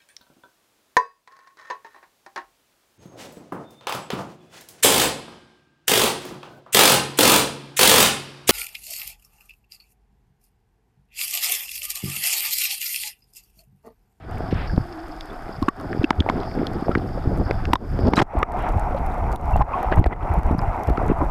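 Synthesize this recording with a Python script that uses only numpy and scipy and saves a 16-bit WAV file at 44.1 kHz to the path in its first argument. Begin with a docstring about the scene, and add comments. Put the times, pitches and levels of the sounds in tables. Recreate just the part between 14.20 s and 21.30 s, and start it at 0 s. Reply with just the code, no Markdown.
"""Under water in a pool: a swimmer carries a camera in a sealed housing, with the microphone at its port.
Churn, sway, gurgle and rush are shaped noise; small bubbles ring and a narrow band fizzes amid a faint hiss.
Swirls thump as short low pushes, water swishes, bubbles pop as decaying sines and tick as noise snaps.
A soft tone is heard from 0.6 to 1.1 s. The background dips at listed times and climbs back.
At 4 s a swarm of bubbles rattles and fizzes as the air leaves the port and the cavity changes colour."""
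import sys
import numpy as np
from scipy import signal
from scipy.fft import rfft, irfft
from scipy.io import wavfile
from scipy.ndimage import uniform_filter1d

SR = 44100
rng = np.random.default_rng(int(sys.argv[2]) if len(sys.argv) > 2 else 0)


def volts_from_db(level):
    """Convert decibel levels to linear amplitude ratios."""
    exponent = np.asarray(level, float) / 20
    return 10 ** exponent


def log_audio(samples):
    """Write samples as a 16-bit WAV file to the path given in sys.argv[1]."""
    # one column per channel
    frames = np.atleast_2d(samples).T
    # limit to full scale, then quantise
    limited = np.clip(frames, -1, 1)
    pcm = np.round(limited * 32767).astype(np.int16)
    wavfile.write(sys.argv[1], SR, pcm)


N = 313110   # length [samples]


def rms_one(x):
    """Scale to unit rms."""
    return x / np.sqrt(np.mean(x ** 2) + 1e-20)


def in_time(rows):
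    """Columns of a curve table at every sample."""
    s, *columns = np.transpose(rows)
    return [np.interp(np.arange(N) / SR, s, c) for c in columns]


def band(x, low_hz, high_hz):
    """Butterworth band-pass."""
    edges_hz = [low_hz, min(high_hz, 0.45 * SR)]
    return signal.sosfilt(signal.butter(2, edges_hz, "band", fs=SR, output="sos"), x)


def drift(rate_hz):
    """Slow chance of about unit spread: coarse noise through two equal one-pole low-passes."""
    hop = 40   # samples between coarse points
    r = np.exp(-2 * np.pi * rate_hz * hop / SR)
    white = rng.standard_normal(N // hop + 2002)
    slow = signal.lfilter([1], [1, -2 * r, r * r], white)[2000:]   # the filter has settled by then
    return np.interp(np.arange(N) / hop, np.arange(len(slow)), rms_one(slow))


def add(out, s, sound):
    """Mix a short sound in at time s, or at the start if s is negative."""
    i = max(round(s * SR), 0)
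    out[i:i + len(sound)] += sound[:N - i]


def colour(white, points):
    """Noise given a spectrum in relative dB per Hz, joined along log frequency; rms 1."""
    hz = np.maximum(np.fft.rfftfreq(N, 1 / SR), 1)
    point_hz, point_db = np.transpose(points)
    shape_db = np.interp(np.log(hz), np.log(point_hz), point_db)
    return rms_one(irfft(rfft(white) * volts_from_db(shape_db), N))


def gate(start, end, attack, release):
    """Rise from the start, hold until the end, fall; both ramps are squared."""
    t = np.arange(N) / SR
    rise = (t - start) / attack
    fall = 1 + (end - t) / release
    return np.clip(np.minimum(rise, fall), 0, 1) ** 2


def swirl(low_hz, high_hz, edge_hz, lumpy_db, lumps_hz):
    """Turbulence on the housing: low noise that comes in lumps and falls away above an edge; rms 1."""
    lumpy = rng.standard_normal(N) * volts_from_db(lumpy_db * drift(lumps_hz))
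    return rms_one(band(band(lumpy, low_hz, high_hz), 11.7, edge_hz))


def churn(churn_db, cleared, lumps):
    """Low turbulence rumbling on the housing, deeper once the air has left the port."""
    before = swirl(12.4, 103.4, 300, lumpy_db=2.5, lumps_hz=7.2)
    after = swirl(9.3, 67, 280, lumpy_db=3.5, lumps_hz=7.1)
    return volts_from_db(churn_db + 1.1 * lumps) * ((1 - cleared) * before + cleared * after)


def sway():
    """Slow sway of the water: a steady bed of very low, lumpy noise."""
    return volts_from_db(-38) * swirl(10.0, 38, 300, lumpy_db=3.5, lumps_hz=6.0)


def gurgle(churn_rise_db, rush_rise_db, cleared, lumps):
    """Mid-low turbulence that follows the flow and is weaker and less lumpy once the air has left."""
    level_db = -30.5 - 12 * cleared + 0.36 * churn_rise_db + 1.08 * rush_rise_db
    lumpy_db = (4.0 - 2.3 * cleared) * lumps
    return volts_from_db(level_db + lumpy_db) * swirl(85.5, 427, 920, lumpy_db=3.0, lumps_hz=19.4)


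def rush(cleared, bright_db, patchy_db, grain_db):
    """Dense tiny bubbles coloured by the cavity; half-octave bands flicker mostly alone."""
    # cavity colour with air at the port: (frequency [Hz], relative level [dB per Hz])
    colour_with_air = [(240, -45), (400, -34), (518, -33), (638, 2), (733, 4), (988, -6.5), (1270, -4),
                       (1530, -7.5), (2590, -24), (2980, -28), (3520, -24.5), (3930, -33.5), (4300, -32),
                       (5590, -72), (9460, -120)]
    # cavity colour once the air has left: (frequency [Hz], relative level [dB per Hz])
    colour_cleared = [(240, -45), (400, -12.5), (520, -14.5), (703, 1.5), (926, -1), (1050, -7.5),
                      (1330, -9.5), (1730, -21.5), (2070, -18.5), (2530, -26), (3050, -40), (4120, -48.5),
                      (5560, -46), (8000, -99), (10400, -85), (17600, -120)]
    grains_per_s = 4000.0
    sizes = volts_from_db(grain_db * np.minimum(rng.exponential(1, (2, N)), 5))
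    grains = rng.standard_normal((2, N)) * sizes * (rng.random((2, N)) < grains_per_s / SR)
    spectra = []
    for white in grains:
        before = (1 - cleared) * colour(white, colour_with_air)
        after = cleared * colour(white, colour_cleared)
        spectra.append(rfft(before + after))
    hz = np.fft.rfftfreq(N, 1 / SR)
    together, out = drift(9.1), 0
    for k in range(9):
        steps = 2 * np.log2(np.maximum(hz, 1) / 400) - k   # half octaves from the band's centre
        share = np.sqrt(np.clip(1 - np.abs(steps), 0, 1))   # neighbours overlap
        part = irfft(spectra[k % 2] * share, N)   # neighbours get unrelated grains
        lift = np.clip(1 - abs(k - 5.3) / 3.7, 0, 1)   # brightness acts most near 2.5 kHz
        flicker_db = patchy_db * (0.56 * together + drift(20.0))
        out = out + part * volts_from_db(lift * bright_db + flicker_db)
    return out


def blips(per_s, cycles):
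    """Small bubbles at 14 pitches dealt by chance, each fading 60 dB in some cycles; rms 1."""
    clicks = (rng.random(N) < per_s / SR) * volts_from_db(6.6 * np.minimum(rng.exponential(1, N), 3))
    dealt, out = rng.integers(0, 14, N), 0
    for k, hz in enumerate(np.geomspace(550, 3700, 14)):
        r, w = volts_from_db(-60 * hz / (cycles * SR)), 2 * np.pi * hz / SR
        struck = clicks * (dealt == k) + 1e-18
        ring = signal.lfilter([0, np.sin(w)], [1, -2 * r * np.cos(w), r * r], struck)
        out = out + ring * volts_from_db(-9.0 * np.log2(hz / 550))   # smaller bubbles are fainter
    return rms_one(band(out, 460, 6200))


def fizz_band(cleared):
    """A band of grainy fizz near 4.9 kHz; after 4 s only a faint thin line near 5.8 kHz."""
    # swells of the fizz: (time of the middle [s], rise [dB])
    fizz_swells = [(.46, 5.5), (1.76, 3), (2.29, 9), (3.3, 2), (3.88, 8.5)]
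    base_db, line_db, swell_s, grains_per_s = -60, -76, 0.1, 5000.0
    t = np.arange(N) / SR
    level_db = base_db + sum(rise_db * np.exp(-((t - s) / swell_s) ** 2) for s, rise_db in fizz_swells)
    sizes = volts_from_db(2.0 * np.minimum(rng.exponential(1, N), 5))
    grains = rng.standard_normal(N) * sizes * (rng.random(N) < grains_per_s / SR)
    fizz = volts_from_db(level_db) * rms_one(band(band(grains, 4420, 5420), 4420, 5420))
    thin_line = volts_from_db(line_db) * rms_one(band(grains, 5770, 5800))
    return volts_from_db(3.1 * drift(47.0)) * ((1 - cleared) * fizz + cleared * thin_line)


def steady_hiss():
    """Faint coloured noise behind the water."""
    # colour of the hiss: (frequency [Hz], relative level [dB per Hz])
    hiss_colour = [(3240, -13.5), (5500, -16), (6530, -16), (13700, -19), (14600, -17), (15000, -60)]
    return volts_from_db(-62) * colour(rng.standard_normal(N), hiss_colour)


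def faint_ticks(per_s, smallest_db, low_hz, high_hz):
    """Small band-passed clicks at random times and sizes between the clear ticks."""
    sizes = volts_from_db(5.8 * np.minimum(rng.exponential(1, N), 3)) * rng.choice([-1, 1], N)
    return volts_from_db(smallest_db) * band((rng.random(N) < per_s / SR) * sizes + 1e-18, low_hz, high_hz)


def dips():
    """Gain of the background: a sudden fall, a short hold, a steady climb in dB."""
    # sudden dips of the background: (time [s], depth [dB])
    falls = [(0.0, 12.5), (1.49, 11), (1.85, 6), (1.91, 7.5), (2.01, 5.5), (3.537, 0), (3.563, 11.5),
             (3.891, 5.5), (3.94, 5), (4.03, 18), (4.2, 2), (4.235, 13), (5.163, 9), (5.424, 12),
             (5.803, 7), (5.834, 14.5), (5.88, 4.5), (5.938, 13), (6.201, 5.5), (6.35, 6), (6.932, 3.5)]
    recovery_db_per_s, hold_s = 107, 0.017
    t, depth = np.arange(N) / SR, np.zeros(N)
    for s, depth_db in falls:
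        left_db = np.clip(depth_db - recovery_db_per_s * (t - s - hold_s), 0, depth_db)
        depth = np.maximum(depth, (t >= s) * left_db)   # the deepest wins
    return volts_from_db(-uniform_filter1d(depth, size=88))   # 2 ms smoothing


def gushes():
    """Swishes of water over the port: short rough noise, nearly three octaves wide, under a sharp top."""
    # swishes: (time of the middle [s], rms level before the swell [dB], top [Hz], length [s])
    swishes = [(0.027, -51.5, 4130, .06), (0.121, -43, 3020, 0.042), (0.177, -38.5, 3180, 0.017),
               (0.319, -37.5, 5400, .025), (0.403, -36.5, 4140, 0.17), (1.643, -37, 1760, 0.031),
               (2.718, -38, 5200, 0.0079), (3.863, -52, 5800, 0.036), (4.431, -39.5, 3700, .14),
               (4.777, -44, 5000, 0.024), (5.605, -43, 3700, .16), (5.731, -25, 3100, 0.031),
               (5.779, -26.5, 2550, 0.024), (5.862, -27.5, 2530, 0.017), (5.921, -29.5, 2200, 0.029),
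               (5.93, -36, 3230, 0.022), (6.692, -34.5, 2800, 0.034), (6.902, -33.5, 3000, 0.044),
               (7.025, -23, 1290, 0.051)]
    out, t = np.zeros(N), np.arange(SR // 4) / SR
    for (s, level_db, top_hz, length), noise in zip(swishes, rng.standard_normal((len(swishes), len(t)))):
        edge = signal.butter(6, top_hz, fs=SR, output="sos")
        swish = rms_one(signal.sosfilt(edge, band(noise, 0.079 * top_hz, 0.53 * top_hz)))
        swell = np.sqrt(np.clip(np.sin(np.pi * np.minimum(t / length, 1)), 0, 1))
        add(out, s - length / 2, volts_from_db(level_db) * swish * swell)
    return out


def thumps():
    """Each swirl against the housing is one soft low push: a short windowed cosine at a random phase."""
    # pushes: (time of the middle [s], envelope peak [dB], pitch [Hz], width at half height [cycles])
    pushes = [(0.207, -15.5, 296, 0.88), (0.328, -7.5, 278, 0.66), (0.358, -14.5, 72, 0.86),
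              (0.544, -17, 170, 2.7), (0.579, -7, 69.6, 0.4), (0.581, -6, 225, 1), (.335, -14.5, 130, 1.4),
              (0.506, -21, 60, .8), (0.609, -18.5, 118, 2.2), (1.267, -26, 300, 0.98),
              (1.294, -20.5, 336, 1.03), (1.388, -23, 129, 1.4), (1.425, -11, 269, 1.9),
              (1.432, -16.5, 75.0, 0.99), (1.486, -7, 293, 1.54), (1.75, -13, 263, 0.52),
              (1.764, -18, 260.0, 0.42), (1.775, -15, 267, 0.78), (1.798, -8.5, 89, 0.65),
              (1.815, -11.5, 282, 0.67), (1.844, -6, 296, 2.34), (1.909, -8, 247, 1.08),
              (1.999, -10.5, 81.4, 2.2), (2.008, -7.5, 250, 1.05), (2.064, -11, 320, 0.43),
              (2.101, -13.5, 251.0, 1.3), (2.162, -19, 245, 3.5), (2.378, -13, 302, 0.55),
              (2.4, -15, 257, 3.2), (2.417, -7.5, 314, 0.45), (2.432, -11.5, 333, 1.3),
              (2.626, -12, 265, 1), (2.694, 0, 256, 0.45), (2.76, -15.5, 84, 1.2), (2.758, -6, 263, 0.71),
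              (2.776, -7, 270, 0.86), (3.059, -17, 278, 1.2), (3.076, -10, 251, 0.71),
              (3.076, -6.5, 81, 0.62), (3.204, -10, 62.3, 1.1), (3.265, -13, 69.5, 0.66),
              (3.311, -17, 357, 1.7), (3.509, -12, 82.0, 0.38), (3.537, -11.5, 292, 2.05),
              (3.708, -17, 63.4, 1.1), (3.793, -9.5, 350, 0.81), (3.847, -19, 253, 1.8),
              (3.849, -13, 75.6, 1.66), (3.879, -18, 221.0, 0.85), (3.936, -9, 287.0, 0.72),
              (3.98, -5, 232, 1.04), (4.003, -15.5, 327, 3.4), (4.023, -6.5, 252, 0.74),
              (4.154, -16.5, 295, 1.14), (4.181, -10, 54.5, 0.9), (4.23, -13, 450, 1.8),
              (4.427, -18, 57.0, 0.57), (4.501, -17.5, 51, 0.88), (4.569, -14.5, 64.0, 0.6),
              (4.802, -25, 66.0, 0.71), (5.095, -15, 46, 1.9), (5.25, -20.5, 63.4, 1.6),
              (5.397, -16.5, 221, 1.3), (5.68, -14.5, 50.4, 1.3), (5.723, -9.5, 328, 0.92),
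              (5.728, -17, 48.0, 0.7), (5.788, -12.5, 154, 4.1), (5.79, -5.5, 99, 1.9),
              (5.799, -14.0, 280, 1.2), (5.814, -10.5, 231.0, 0.86), (5.865, -12.5, 345, 1.4),
              (5.872, -7.5, 50.4, 0.9), (6.034, -16.5, 66, 0.5), (6.11, -11, 80.5, 1.36),
              (6.182, -10, 49, 1.25), (6.183, -14, 159, 1.93), (6.312, -6.5, 214, 0.74),
              (6.33, -13, 212, 0.85), (6.335, -12, 82, 1.8), (6.349, -10, 233, 1.06),
              (6.386, -7, 66.4, 0.23), (6.427, -11, 65.5, 0.3), (6.485, -12.5, 84, 0.97),
              (6.683, -11, 81, 0.87), (6.689, -4.5, 264.0, 0.33), (6.704, -8.5, 266, 0.72),
              (6.714, -10.5, 53, 1.8), (6.782, -9.5, 304, 0.66), (6.84, -15, 68.0, 0.36),
              (6.901, -3, 278.0, 0.58), (6.908, -9, 72, 0.36), (6.918, -6.5, 312, 1.4),
              (7.024, -15.5, 328.0, 2)]
    out = np.zeros(N)
    for (s, peak_db, hz, cycles), turn in zip(pushes, rng.random((len(pushes), 1))):
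        half = max(cycles, 0.3) / hz   # half of the whole length; at least 0.3 cycles
        t = np.arange(-half, half, 1 / SR)
        window = np.cos(np.pi / 2 * t / half) ** 2
        add(out, s - half, volts_from_db(peak_db) * window * np.cos(2 * np.pi * (hz * t + turn)))
    return out


def pops():
    """A bubble at the port rings, rises a little in pitch and dies; long rings start more softly."""
    # pops: (time [s], level before the soft start [dB], starting pitch [Hz], fall by 60 dB [s])
    bubbles = [(.205, -19, 670, 0.024), (.497, -25.5, 1620, 0.031), (0.578, -6.5, 636, 0.0071),
               (1.102, -39, 3450, 0.029), (1.426, -16.5, 1067, 0.042), (1.483, -4.5, 1112, 0.032),
               (1.486, -25, 1850, 0.034), (1.73, -14, 1670, 0.0082), (1.843, -9, 2640, 0.014),
               (1.907, 0, 910, 0.014), (1.931, -23, 1530, 0.0063), (2.004, -7.5, 3350, 0.0091),
               (2.023, -23, 1550, 0.011), (2.063, -13.5, 865, 0.025), (2.088, -5, 710, 0.015),
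               (2.09, -10.5, 2130, 0.0089), (2.099, -2, 1000, 0.01), (2.683, -6.5, 660, 0.019),
               (2.714, -20, 1320, 0.053), (2.752, -2.5, 1370, 0.0067), (2.975, -15.5, 535, 0.03),
               (3.31, -5.5, 595, 0.011), (3.454, -19, 2670, 0.0073), (3.534, 2, 950, 0.016),
               (3.556, -9, 1020, 0.021), (3.556, -19, 3660, 0.011), (3.789, -15, 654, .029),
               (3.935, -3, 900, 0.014), (3.958, -20, 5000, 0.0066), (3.968, -18, 3940, 0.038),
               (3.973, -12, 1740, .012), (4.002, -2, 880, 0.0071), (3.979, -0.5, 674, 0.0073),
               (3.984, -4.5, 1100, 0.014), (3.992, -16, 3170, 0.017), (4, -20, 2380, 0.012),
               (4.016, -3, 830, 0.012), (4.021, -0.5, 766, 0.0075), (4.17, -10, 726, 0.013),
               (4.229, -3, 1213, 0.021), (4.466, -9.5, 910, 0.012), (5.335, -33.5, 2670, 0.09),
               (5.359, -4, 766, 0.019), (5.407, -7.5, 809, 0.066), (5.413, -7.5, 1025, 0.032),
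               (5.534, -30.5, 2500, 0.04), (5.537, -15, 1071, 0.11), (5.645, -7.5, 730, 0.029),
               (5.721, -6, 660, 0.03), (5.772, -11.5, 920, 0.027), (5.842, -16, 1960, 0.013),
               (5.842, -10.5, 726, 0.01), (5.861, -7.5, 710, 0.021), (5.734, -24, 1950, 0.041),
               (5.928, -26, 2000, 0.035), (6.391, -26, 5000, 0.009), (6.392, -14.5, 1020, .016),
               (6.774, -13.5, 1290, 0.032), (6.817, -17, 660, 0.023), (7.013, -13, 983, 0.046)]
    out, t = np.zeros(N), np.arange(SR // 6) / SR
    for s, level_db, hz, t60 in bubbles:
        ring = np.sin(2 * np.pi * hz * t * (1 + 0.76 * t)) * volts_from_db(-60 * t / max(t60, 0.004))
        soft_start = 1 - np.exp(-t / (0.0001 + 0.0087 * t60))
        add(out, s, volts_from_db(level_db) * ring * soft_start)
    return out


def ticks():
    """Snaps of noise a few milliseconds long in three parts, weaker away from the tick's centre."""
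    # ticks at the port: (time [s], strength at the centre [dB], centre [octaves above 1 kHz])
    snaps = [(0.5624, -33, 2.0), (.7258, -35, 2.0), (1.0086, -20, 1.5), (1.4263, -19, 2.27),
             (1.4851, -4.5, 0.48), (1.487, -24, 2.9), (1.5995, -29.5, 2.3), (1.7317, -32, 0.67),
             (1.8323, -25, 1.4), (1.843, -12, 0.96), (1.9053, -3, 1.03), (2.0054, -20, 1.05),
             (2.089, -25, 0.54), (2.098, -10, 1.17), (2.202, -29, 1.55), (2.2327, -26, 1.1),
             (2.314, -31, 0.55), (2.3517, -40, 3), (2.3883, -29, .6), (2.433, -28.5, 0.56),
             (2.4687, -15, 1.58), (2.712, -34, .8), (2.717, -30, 1.3), (2.753, -7.5, 0.3),
             (2.781, -34, 2.0), (2.8897, -31, 0.92), (3.31, -9, 0.98), (3.4538, -15, 1.14),
             (3.5327, 0, 1.07), (3.5356, -11.5, 2.82), (3.5549, -14, 1.1), (3.7894, -23, 1.0),
             (3.87, -26, 2), (3.882, -29, 2.0), (3.936, -7.5, 1.1), (3.956, -31, 2.0), (3.9785, -14, 1.4),
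             (3.99, -13, 0.94), (3.999, -15, 1.3), (4.018, -8.5, 1.1), (4.0228, -13, 0.94),
             (4.032, -39, 2.6), (4.1835, -28, .6), (4.1897, -28.5, 2.6), (4.229, -10, 0.7),
             (4.23, -29, 3.0), (4.3205, -31, 2.7), (4.4895, -25, 2.4), (4.5963, -27.5, 2.8),
             (4.8638, -27, 2.8), (5.1194, -28, 2.4), (5.1268, -26, 2.6), (5.1596, -21, 2.5),
             (5.3653, -26, 2.7), (5.374, -27, 0.92), (5.416, -26, 0.55), (5.42, -24, .8),
             (5.6294, -28.5, 2.75), (5.7172, -27, 1.3), (5.7237, -12.5, 0.51), (5.7327, -27, .6),
             (5.759, -29, 2.7), (5.7806, -25, 2.3), (5.7946, -31, 3.0), (5.8416, -19, 0.93),
             (5.8615, -31, 2.9), (5.868, -22.5, 1.0), (6.1393, -31, 3.0), (6.188, -35, 2.7),
             (6.2328, -29.5, 2.57), (6.3842, -28.5, 2.7), (6.3922, -27, 0.66), (6.6349, -27, 2.73),
             (6.672, -28, 2.45), (6.698, -25.5, 2.5), (6.7737, -16, 0.37), (6.8814, -27, 2.7),
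             (7.016, -30, 0.55)]
    fall_below_db, fall_above_db = 20, 15   # per octave away from the centre
    parts = [(1100, 2330, 0.011), (2500, 5270, 0.0082), (5000, 15000, 0.0048)]   # (low Hz, high Hz, t60 s)
    out, t = np.zeros(N), np.arange(SR // 40) / SR
    for (s, level_db, centre), snap in zip(snaps, rng.standard_normal((len(snaps), len(t)))):
        snap = snap + 2.13 * (t == 0)   # a sharp front, then a noisy tail
        for low_hz, high_hz, t60 in parts:
            away = np.log2(np.sqrt(low_hz * high_hz) / 1000) - centre   # octaves
            peak_db = level_db - max(fall_above_db * away, -fall_below_db * away)
            part = band(band(snap * volts_from_db(-60 * t / t60), low_hz, high_hz), low_hz, high_hz)
            add(out, s, volts_from_db(peak_db) * part / np.abs(part).max())
    return out


def tone():
    """A soft, veiled near-sine: it sags and wavers in pitch, flutters in level, swells and fades."""
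    start_s, end_s, peak_after_s = 0.602, 1.093, 0.18
    start_hz, sag_hz_per_s = 333, 28.8
    peak_db, slope_db_per_s = -37.5, 35   # rms; same slope up and down
    since = np.clip(np.arange(N) / SR - start_s, 0, 1)
    hz = (start_hz - sag_hz_per_s * since) * (1 + 0.042 * drift(40.0))
    swell_db = peak_db - slope_db_per_s * np.abs(since - peak_after_s)
    level = volts_from_db(swell_db + 2.5 * drift(20.0)) * gate(start_s, end_s, 0.012, 0.03)
    return np.sqrt(2) * level * np.sin(2 * np.pi * np.cumsum(hz) / SR)


def burst():
    """A swarm of bubbles past the port: uneven clicks rattle below; dense fizz above leads and fades."""
    # swarms: (start [s], length [s], rattle rms level [dB], fizz rms level [dB])
    swarms = [(3.963, 0.0412, -19.5, -33.5), (4.02, 0.0067, -30, -39.5)]
    attack_s, release_s, fizz_lead_s, fizz_fade_db_per_s = 0.007, 0.0055, 0.008, 500
    rattle, hiss, t = 0, 0, np.arange(N) / SR
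    for s, length, rattle_db, fizz_db in swarms:
        rattle = rattle + volts_from_db(rattle_db) * gate(s, s + length, attack_s, release_s)
        fade_db = fizz_fade_db_per_s * np.clip(t - s, 0, 1)
        hiss = hiss + volts_from_db(fizz_db - fade_db) * gate(s - fizz_lead_s, s + length, attack_s, release_s)
    sizes = volts_from_db(3.4 * np.minimum(rng.exponential(1, N), 4))
    clicks = rng.standard_normal(N) * sizes * (rng.random(N) < 3000.0 / SR)   # 3000 per second
    fizz = rng.standard_normal(N) * volts_from_db(2.5 * drift(200.0))
    return rattle * rms_one(band(clicks, 390, 1730)) + hiss * rms_one(band(fizz, 2800, 7500))


def scene():
    """Flow, hiss and tone under the dips, with the near events at the port on top."""
    # motion of the water at the housing: (time [s], churn level [dB], rush level [dB])
    water_motion = [(0.0, -28.5, -40), (0.3, -27.5, -38), (0.55, -26.5, -40), (0.72, -41.5, -41.5),
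                    (0.95, -52, -41.5), (1.48, -38.5, -40.5), (1.84, -38, -36.5), (2.2, -31, -34.5),
                    (2.65, -34, -35.5), (2.9, -25.5, -39.5), (3.18, -24, -34.5), (3.4, -28, -36.5),
                    (3.7, -27, -42.5), (3.85, -17.5, -34), (4.2, -23.5, -25), (4.6, -26.5, -29),
                    (5.1, -20, -29.5), (5.32, -21.5, -29), (5.44, -22.5, -28), (5.65, -40, -26),
                    (5.8, -8.5, -28.5), (6.1, -26.5, -27), (6.3, -17, -27.5), (6.7, -30.5, -29),
                    (6.9, -15, -27.5), (7.1, -24.5, -30.5)]
    port_clears_s = 4.03
    churn_db, rush_db = in_time(water_motion)
    churn_rise_db, rush_rise_db = churn_db + 28, rush_db + 35   # above a reference flow
    cleared = np.clip((np.arange(N) / SR - port_clears_s) / 0.02, 0, 1)   # 0 air at the port, 1 wet
    # the rush's upper bands are set lower when churn and rush levels are higher, and higher at a wet port
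    bright_db = -2.5 + 4 * cleared - 0.11 * churn_rise_db - 0.43 * rush_rise_db
    lumps = drift(15.3)   # one eddy shakes churn and gurgle together

    flow = churn(churn_db, cleared, lumps) + sway()
    flow += gurgle(churn_rise_db, rush_rise_db, cleared, lumps)
    small_bubbles = volts_from_db(-11.0) * blips(per_s=150.0, cycles=26.0)
    flow += volts_from_db(rush_db) * (rush(cleared, bright_db, patchy_db=2.0, grain_db=1.0) + small_bubbles)
    flow += fizz_band(cleared)

    hiss = steady_hiss()
    # bright ticks, more once the port is wet; then duller ones, mostly with air at the port
    hiss += faint_ticks(54.0 * (0.43 + 0.6 * cleared), smallest_db=-44.5, low_hz=3500, high_hz=14000)
    hiss += faint_ticks(12.0 * (1 - 0.93 * cleared), smallest_db=-42, low_hz=2500, high_hz=6200)

    near = gushes() + thumps() + pops() + ticks() + burst()
    return ((flow + hiss + tone()) * dips() + near)[None]


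def low_pass(x):
    """Removes everything above the highest recorded frequency."""
    return signal.sosfilt(signal.butter(12, 15860, fs=SR, output="sos"), x)


def record(dry):
    """Peaks at the microphone are rounded near full swing, then the extreme top is shelved 22 dB down."""
    rounded = 0.76 * np.tanh(dry / 0.8)
    top_cut = signal.cheby2(8, 22, 14700, fs=SR, output="sos")
    finished = signal.sosfilt(top_cut, rounded)
    return low_pass(finished)


dry = scene()
out = record(dry)
log_audio(out)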